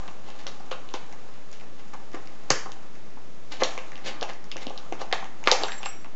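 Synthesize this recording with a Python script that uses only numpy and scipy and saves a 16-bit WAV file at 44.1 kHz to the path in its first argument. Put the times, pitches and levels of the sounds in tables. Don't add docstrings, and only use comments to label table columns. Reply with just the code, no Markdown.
import sys
import numpy as np
from scipy import signal
from scipy.io import wavfile

SR = 44100
rng = np.random.default_rng(int(sys.argv[2]) if len(sys.argv) > 2 else 0)


def convert_level_to_amplitude(level_db):
    exponent = np.asarray(level_db, float) / 20
    return 10 ** exponent


def dump(signal):
    limited = np.clip(np.atleast_2d(signal).T, -1, 1)
    pcm = np.round(limited * 32767).astype(np.int16)
    wavfile.write(sys.argv[1], SR, pcm)


N = 271215

# f/Hz, density/dB per Hz
HISS_SPECTRUM = [(18, -35), (30, -37.5), (54, -16), (184, -5.5), (217, -8), (267, -7.5), (478, -11.5),
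                 (525, -8), (710, -20.5), (1030, -16.5), (7800, -32), (10100, -55), (17200, -120)]
# f/Hz, T60/s
ROOM_T60 = [(150, 0.14), (400, 0.34), (1040, 0.5), (2760, 0.37), (7280, 0.36)]
# f/Hz, level/dB
ROOM_COLOUR = [(150, -1.5), (600, -2.5), (1200, 1.5), (2000, 0.5), (4000, -5), (7000, -2)]
# t/s, level/dB
ECHOES = [
    (.0058, -19),
    (.0095, -25),
    (0.0145, -25.5),
    (.0215, -17.5),
]
# t/s, f/Hz, level/dB, free ring/s
KEY_TOUCHES = [(5.617, 7480, -40, 0.039), (5.664, 7500, -37, .02), (5.703, 7450, -38, 0.074),
               (5.78, 7461, -31.5, 0.0097), (5.849, 7461, -38, 0.013), (5.857, 7470, -29.5, 0.026),
               (5.886, 7510, -24, 0.0067), (5.92, 7461, -51, 0.076), (6.01, 7520, -50, 0.036),
               (5.67, 7600, -44, .008), (5.853, 7650, -39, .008), (5.892, 7700, -35, .015),
               (5.81, 7461, -53, .03), (5.667, 5679, -51, 0.044), (5.729, 5679, -49, 0.0098),
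               (5.78, 5679, -58, 0.018), (5.807, 5679, -51, 0.0062), (5.89, 5679, -49, 0.16),
               (6.022, 5679, -61, 0.039)]
# f/Hz, width/Hz, level/dB
SHELL_MODES = [(282, 19, -17.5), (390, 19, -30.5), (516, 20, -5.5), (587, 17, -23.5), (780, 40, 3.5),
               (865, 21, -12.5), (1100, 70, -9.5), (1390, 33, -38), (2290, 50, -24), (3350, 140, -12)]
# t/s, level/dB, tautness/dB (taut is brighter)
GRIP = [(0, -41, -0.5), (.25, -51, 1.5), (.45, -46, 0), (.9, -46.5, 0.5), (1.3, -48, 0), (1.7, -51.5, 2),
        (2.6, -45.5, -0.5), (2.75, -48, -0.5), (3, -53, 2), (3.45, -52, 2.5), (3.72, -39, 1),
        (3.95, -46, -1), (4.16, -44, -3), (4.4, -52.5, -0.5), (4.76, -44, -1), (5.3, -48, 0),
        (5.65, -43, 1), (6.15, -61.5, 6)]
# t of peak/s, rise/s, fall/s, level/dB, tautness/dB
SLIDES = [(.29, 0.043, .056, -48, -2.5), (.396, .008, .022, -45.5, 3.5), (1.35, .023, .025, -57.5, 10.5),
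          (1.535, .0064, .037, -50.5, 5), (1.799, .015, .013, -50.5, 0), (1.935, .0035, .012, -45, -6.5),
          (2.147, .009, .02, -45, -7), (3.527, .012, .022, -35.5, 3), (3.609, 0.0093, .014, -34, -2.5),
          (3.66, .015, .03, -39, 2), (4.045, .004, .03, -43, 1.5), (4.083, .022, 0.018, -29, 4),
          (4.298, .014, .012, -39.5, -1), (4.501, .012, .007, -58, 13.5), (4.632, .022, .008, -37, 2),
          (5.017, .021, .005, -36, -2.5), (5.465, 0.011, .026, -35.5, -1.5), (5.5, .011, .029, -34, 9.5),
          (5.62, 0.023, .03, -38.5, -7), (5.649, .006, .01, -42.5, 3), (5.864, .044, .012, -43, 3),
          (.47, .002, 0.016, -39, 1.5), (.716, 0.0033, 0.012, -36, 1), (.942, 0.0022, 0.019, -35, -1)]
# low f/Hz, high f/Hz, level/dB
RUB_BANDS = [(234, 1500, -9), (1200, 4820, -8.5), (3670, 12900, 2)]
# level/dB, share of tautness/ratio
GRIP_SHAPE = [(3, -1.1), (0, 0), (-9, .9)]
# level/dB, share of tautness/ratio
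SLIDE_SHAPE = [(-2, -0.99), (0, 0.1), (-3.5, 0.014)]
# t/s, crack level/dB, crack f/Hz, click level/dB, click f/Hz
SNAPS = [(0.467, -24.5, 5030, -32, 3340), (0.7116, -37, 6340, -38, 2700), (0.9386, -37, 5140, -37.5, 2340),
         (1.5281, -33.5, 6170, -51, 3340), (2.146, -36, 5720, -40.5, 1800), (2.5029, -3, 6460, -21, 4400),
         (2.7184, -31.5, 6680, -41, 2980), (3.6185, -33, 6400, -26.5, 1820), (3.6345, -11, 5940, -19, 3500),
         (3.777, -30, 5460, -33.5, 2390), (4.2111, -27, 4900, -33, 3500), (4.2271, -23.5, 5760, -30, 2800),
         (4.5151, -24.5, 4450, -33, 2710), (4.567, -28.5, 5850, -35, 2180),
         (4.6676, -35, 5270, -34.5, 3090), (4.7763, -33.5, 5500, -35, 3600),
         (5.016, -30, 4830, -41.5, 2800), (5.1255, -21, 4400, -24.5, 1780),
         (5.4732, -14, 5000, -16.5, 2100), (5.5142, -2, 4900, -16, 3800), (5.6243, -30, 4300, -38, 2300),
         (5.6345, -28, 6500, -23, 3300), (5.7193, -24, 4000, -34, 1900), (5.8578, -26.5, 5140, -30, 2450)]
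# t/s, crack level/dB, crack f/Hz, click level/dB, click f/Hz
BIG_SNAPS = [
    (2.5005, -39, 5000, -35, 2500),
    (2.5044, -8.5, 4500, -18.5, 1900),
    (2.5044, -24, 5600, -17, 3200),
    (3.6345, -19, 7000, -32, 2040),
    (.716, -40, 4900, -31, 3000),
    (5.1262, -19.5, 7100, -20, 3340),
    (5.4733, -16.5, 7100, -19.5, 3130),
    (5.473, -18, 4300, -19.5, 1100),
    (5.5152, -5, 5600, -18, 2250),
    (.9385, -25, 5400, -32.5, 3500),
]
# t/s, knock level/dB, knock f/Hz, thump level/dB, thump f/Hz
THUMPS = [(0.465, -34.5, 1210, -36.5, 555), (0.713, -26.5, 1100, -32.5, 517), (0.939, -27, 850, -34, 400),
          (2.142, -38, 760, -33.5, 314), (2.503, -18, 1050, -20, 450), (2.504, -28.5, 282, -34, 138),
          (2.659, -30.5, 840, -42, 427), (4.558, -37, 800, -35, 403), (3.62, -26, 950, -19, 540),
          (3.622, -24, 1200, -30.5, 274), (3.776, -35, 1080, -36, 503), (4.218, -26, 726, -29, 380),
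          (4.225, -30, 804, -28, 620), (4.667, -28.5, 474, -34, 231), (4.704, -35, 740, -36, 416),
          (4.922, -27, 685, -30.5, 348), (5.014, -31, 820, -36, 670), (5.126, -18.5, 780, -25, 480),
          (5.472, -16.5, 910, -20.5, 600), (5.473, -20, 1500, -24, 352), (5.518, -15.5, 770, -17, 520),
          (5.634, -21, 800, -27.5, 415), (5.683, -25, 1550, -49, 686), (5.859, -28, 1200, -33.5, 674)]
# t/s, crack level/dB, click level/dB, click f/Hz
TICKS = [(0.0782, -38.5, -41.5, 2550), (0.302, -42, -47, 2880), (0.404, -38.5, -55, 2030),
         (0.5985, -44, -60, 1940), (0.8883, -46, -43, 3100), (1.1253, -35.5, -46, 1940),
         (1.5145, -38, -60, 2640), (1.5984, -46, -46.5, 2500), (1.6104, -44, -51, 2140),
         (1.9372, -38.5, -48, 1900), (2.1331, -41, -49, 1890), (2.2726, -38, -47.5, 2120),
         (2.4352, -47, -64, 1830), (6.0447, -55, -45, 2300), (2.9532, -45, -52, 1840),
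         (3.5687, -53, -42, 2980), (3.6034, -41, -39, 2720), (3.9184, -40, -41.5, 1800),
         (3.9554, -56, -41, 3000), (3.9776, -39, -47, 2100), (4.2918, -33.5, -37.5, 1830),
         (4.3331, -36.5, -49, 2040), (4.4413, -38.5, -51, 1910), (4.6972, -40.5, -39.5, 3150),
         (4.924, -30.5, -36, 2240), (5.1142, -38, -40, 1980), (5.243, -32, -39.5, 2110),
         (5.439, -31.5, -36.5, 2450), (5.6825, -28, -42, 1830), (5.8301, -37, -35, 2650)]
# t/s, crack level/dB
PRICKLES = [
    (.2784, -48.5),
    (1.063, -47.5),
    (1.8806, -48),
    (2.117, -45),
    (2.8287, -46),
    (3.068, -51),
    (3.1033, -47),
    (5.7794, -40),
    (6.026, -48),
]
# t/s, level/dB
TAPS = [(.082, -35), (.601, -39), (1.129, -38), (1.616, -42), (1.944, -32), (2.667, -33.5), (3.171, -40),
        (3.515, -39.5), (5.111, -34), (5.225, -30), (5.428, -36), (5.803, -37), (5.83, -32), (6.046, -37.5)]


def at_hz(points, hz):
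    table = np.array(points)
    return np.interp(np.log(hz), np.log(table[:, 0]), table[:, 1])


def rms_one(x):
    return x / np.sqrt(np.mean(x ** 2) + 1e-20)


def band(x, low_hz, high_hz):
    sos = signal.butter(2, [low_hz, high_hz], "band", fs=SR, output="sos")
    return signal.sosfilt(sos, x + 1e-18) * np.sqrt(SR / 2 / (high_hz - low_hz))


def resonance(x, hz, width_hz):
    r = np.exp(-np.pi * width_hz / SR)
    zeros = [(1 - r * r) / 2, 0, (r * r - 1) / 2]
    poles = [1, -2 * r * np.cos(2 * np.pi * hz / SR), r * r]
    return signal.lfilter(zeros, poles, x)


def hiss():
    edges = 30 * 2 ** np.arange(0, 8.6, .5)
    white = rng.standard_normal((2, N))
    murmur = np.zeros(N)
    for k, (low, high) in enumerate(zip(edges, edges[1:])):
        density = convert_level_to_amplitude(at_hz(HISS_SPECTRUM, np.sqrt(low * high)))
        murmur += density * np.sqrt(high - low) * band(white[k % 2], low, high)
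    return convert_level_to_amplitude(-50.5) * rms_one(murmur)


def room(x):
    level_db, start_s, rise_s = -33, 0.00091, 0.00057
    t = np.arange(SR // 2) / SR
    edges = 100 * 2 ** np.arange(0, 7, .5)
    white = rng.standard_normal((2, len(t)))
    tail = np.zeros(len(t))
    for k, (low, high) in enumerate(zip(edges, edges[1:])):
        share = np.sqrt((high - low) / (SR / 2))
        decay = convert_level_to_amplitude(at_hz(ROOM_COLOUR, low) - 60 * t / at_hz(ROOM_T60, low))
        tail += band(white[k % 2], low, high) * share * decay
    rise = 1 - np.exp(-np.maximum(t - start_s, 0) / rise_s)
    early_boost = 1 + 1.32 * np.exp(-t / 0.009)
    return signal.fftconvolve(x, convert_level_to_amplitude(level_db) * tail * rise * early_boost)[:N]


def echoes(x):
    return x + sum(convert_level_to_amplitude(db) * np.roll(x, round(s * SR)) for s, db in ECHOES)


def keys():
    free_t60_s, damped_t60_s, swing_hz, swing_db, attack_s = 0.61, .07, 28, 3.5, 0.0011
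    t = np.arange(SR // 4) / SR
    out = np.zeros(N + SR)
    phases = rng.uniform(0, 2 * np.pi, len(KEY_TOUCHES))
    for (s, hz, db, free_s), phase in zip(KEY_TOUCHES, phases):
        fade_db = -60 * t / free_t60_s - 60 * np.maximum(t - free_s, 0) / damped_t60_s
        swing = swing_db * np.sin(2 * np.pi * swing_hz * t + phase)
        envelope = convert_level_to_amplitude(db + fade_db + swing) * (1 - np.exp(-t / attack_s))
        out[round(s * SR):][:len(t)] += envelope * np.sin(2 * np.pi * hz * t)
    return out[:N]


def shell(x, direct_db):
    out = convert_level_to_amplitude(direct_db) * x
    for k, (hz, width_hz, db) in enumerate(SHELL_MODES):
        out = out + convert_level_to_amplitude(db) * (-1) ** k * resonance(x, hz, width_hz)
    return out


def rubbing():
    t = np.arange(N) / SR
    grip_s, grip_db, grip_taut_db = np.transpose(GRIP)
    sizes = convert_level_to_amplitude(3.7 * np.minimum(rng.exponential(1, N), 5)) * rng.choice([-1, 1], N)
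    grains = rms_one(sizes * (rng.random(N) < 900 / SR))
    slide = 0.52 * grains + 0.59 * rng.standard_normal(N)
    chatter = 0.55 * grains + 0.7 * rng.standard_normal(N)
    humps = []
    for peak_s, rise_s, fall_s, _, _ in SLIDES:
        swell_in = (np.minimum(t - peak_s, 0) / rise_s) ** 2
        swell_out = np.maximum(t - peak_s, 0) / fall_s
        humps.append(np.exp(-swell_in - swell_out))
    out = np.zeros(N)
    for (low_hz, high_hz, db), grip, swell in zip(RUB_BANDS, GRIP_SHAPE, SLIDE_SHAPE):
        steady = convert_level_to_amplitude(db + grip[0] + np.interp(t, grip_s, grip_db + grip[1] * grip_taut_db))
        swells = np.zeros(N)
        for (_, _, _, peak_db, taut_db), hump in zip(SLIDES, humps):
            swells += convert_level_to_amplitude(swell[0] + peak_db + swell[1] * taut_db) * hump
        out += band(steady * slide + swells * chatter, low_hz, high_hz)
    return out


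def buckles(table, lower_db, breadth, spread):
    t = np.arange(1500) / SR
    fractures = rng.standard_normal((len(table), 2, len(t)))
    out = np.zeros((2, N + len(t)))
    for (s, upper_db, upper_hz, low_db, low_hz, ms), noise in zip(table, fractures):
        x = t / (np.clip(ms, .1, 12) / 1000)
        at = round(s * SR)
        parts = [(upper_db, upper_hz), (low_db + lower_db, low_hz)]
        for (db, hz), draw in zip(parts, noise):
            force = draw * x * np.exp(-x)
            click = (np.arange(len(t)) == np.argmax(x >= 1)) * np.sign(force[1])
            late_click = np.roll(click, int(200 * abs(draw[0])))
            both = np.array([click + spread * force / np.linalg.norm(force), late_click])
            ringing = resonance(both, hz, breadth * hz)
            burst, even = resonance(ringing, hz, 2 * breadth * hz)
            even = even * np.linalg.norm(burst) / np.linalg.norm(even)
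            out[:, at:at + len(t)] += convert_level_to_amplitude(db) * np.array([burst, even]) / np.abs(burst).max()
    return out[:, :N]


def snaps():
    snap_ms, big_snap_ms, tick_ms, flex_ms, tap_ms = .62, .48, .65, 1.464, 1.58
    sharp = [(*row, snap_ms) for row in SNAPS]
    sharp += [(*row, big_snap_ms) for row in BIG_SNAPS]
    creases = list(TICKS) + [(s, db, db - 11, 2100) for s, db in PRICKLES]
    crack_hz = 5600 + 600 * rng.uniform(-1, 1, len(creases))
    for (s, crack_db, click_db, click_hz), hz in zip(creases, crack_hz):
        sharp.append((s, crack_db, hz, click_db, click_hz, tick_ms))
    dull = [(*row, flex_ms) for row in THUMPS]
    dull += [(s, db, 800, db - 17, 215, tap_ms) for s, db in TAPS]
    bright = buckles(sharp, lower_db=8.5, breadth=0.4, spread=1.1)
    return bright + buckles(dull, lower_db=5.0, breadth=0.43, spread=0.92)


def scene():
    near, around = shell(snaps(), direct_db=1.0) + shell(rubbing(), direct_db=-0.5)
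    jingle = keys()
    direct = echoes(near + jingle)
    diffuse = room(around + 0.26 * jingle)
    return (direct + diffuse + hiss())[None]


def low_pass(x):
    return signal.sosfilt(signal.butter(12, 8050, fs=SR, output="sos"), x)


def record(dry):
    offset, cutoff_hz = -.0641, 8250
    loaded = np.clip(dry + offset, -.97, .97)
    steep = signal.cheby2(10, 60, cutoff_hz * 1.079, fs=SR, output="sos")
    cut = signal.sosfilt(steep, loaded - offset) + offset
    return low_pass(np.clip(cut, -1, 1))


dry = scene()
out = record(dry)
dump(out)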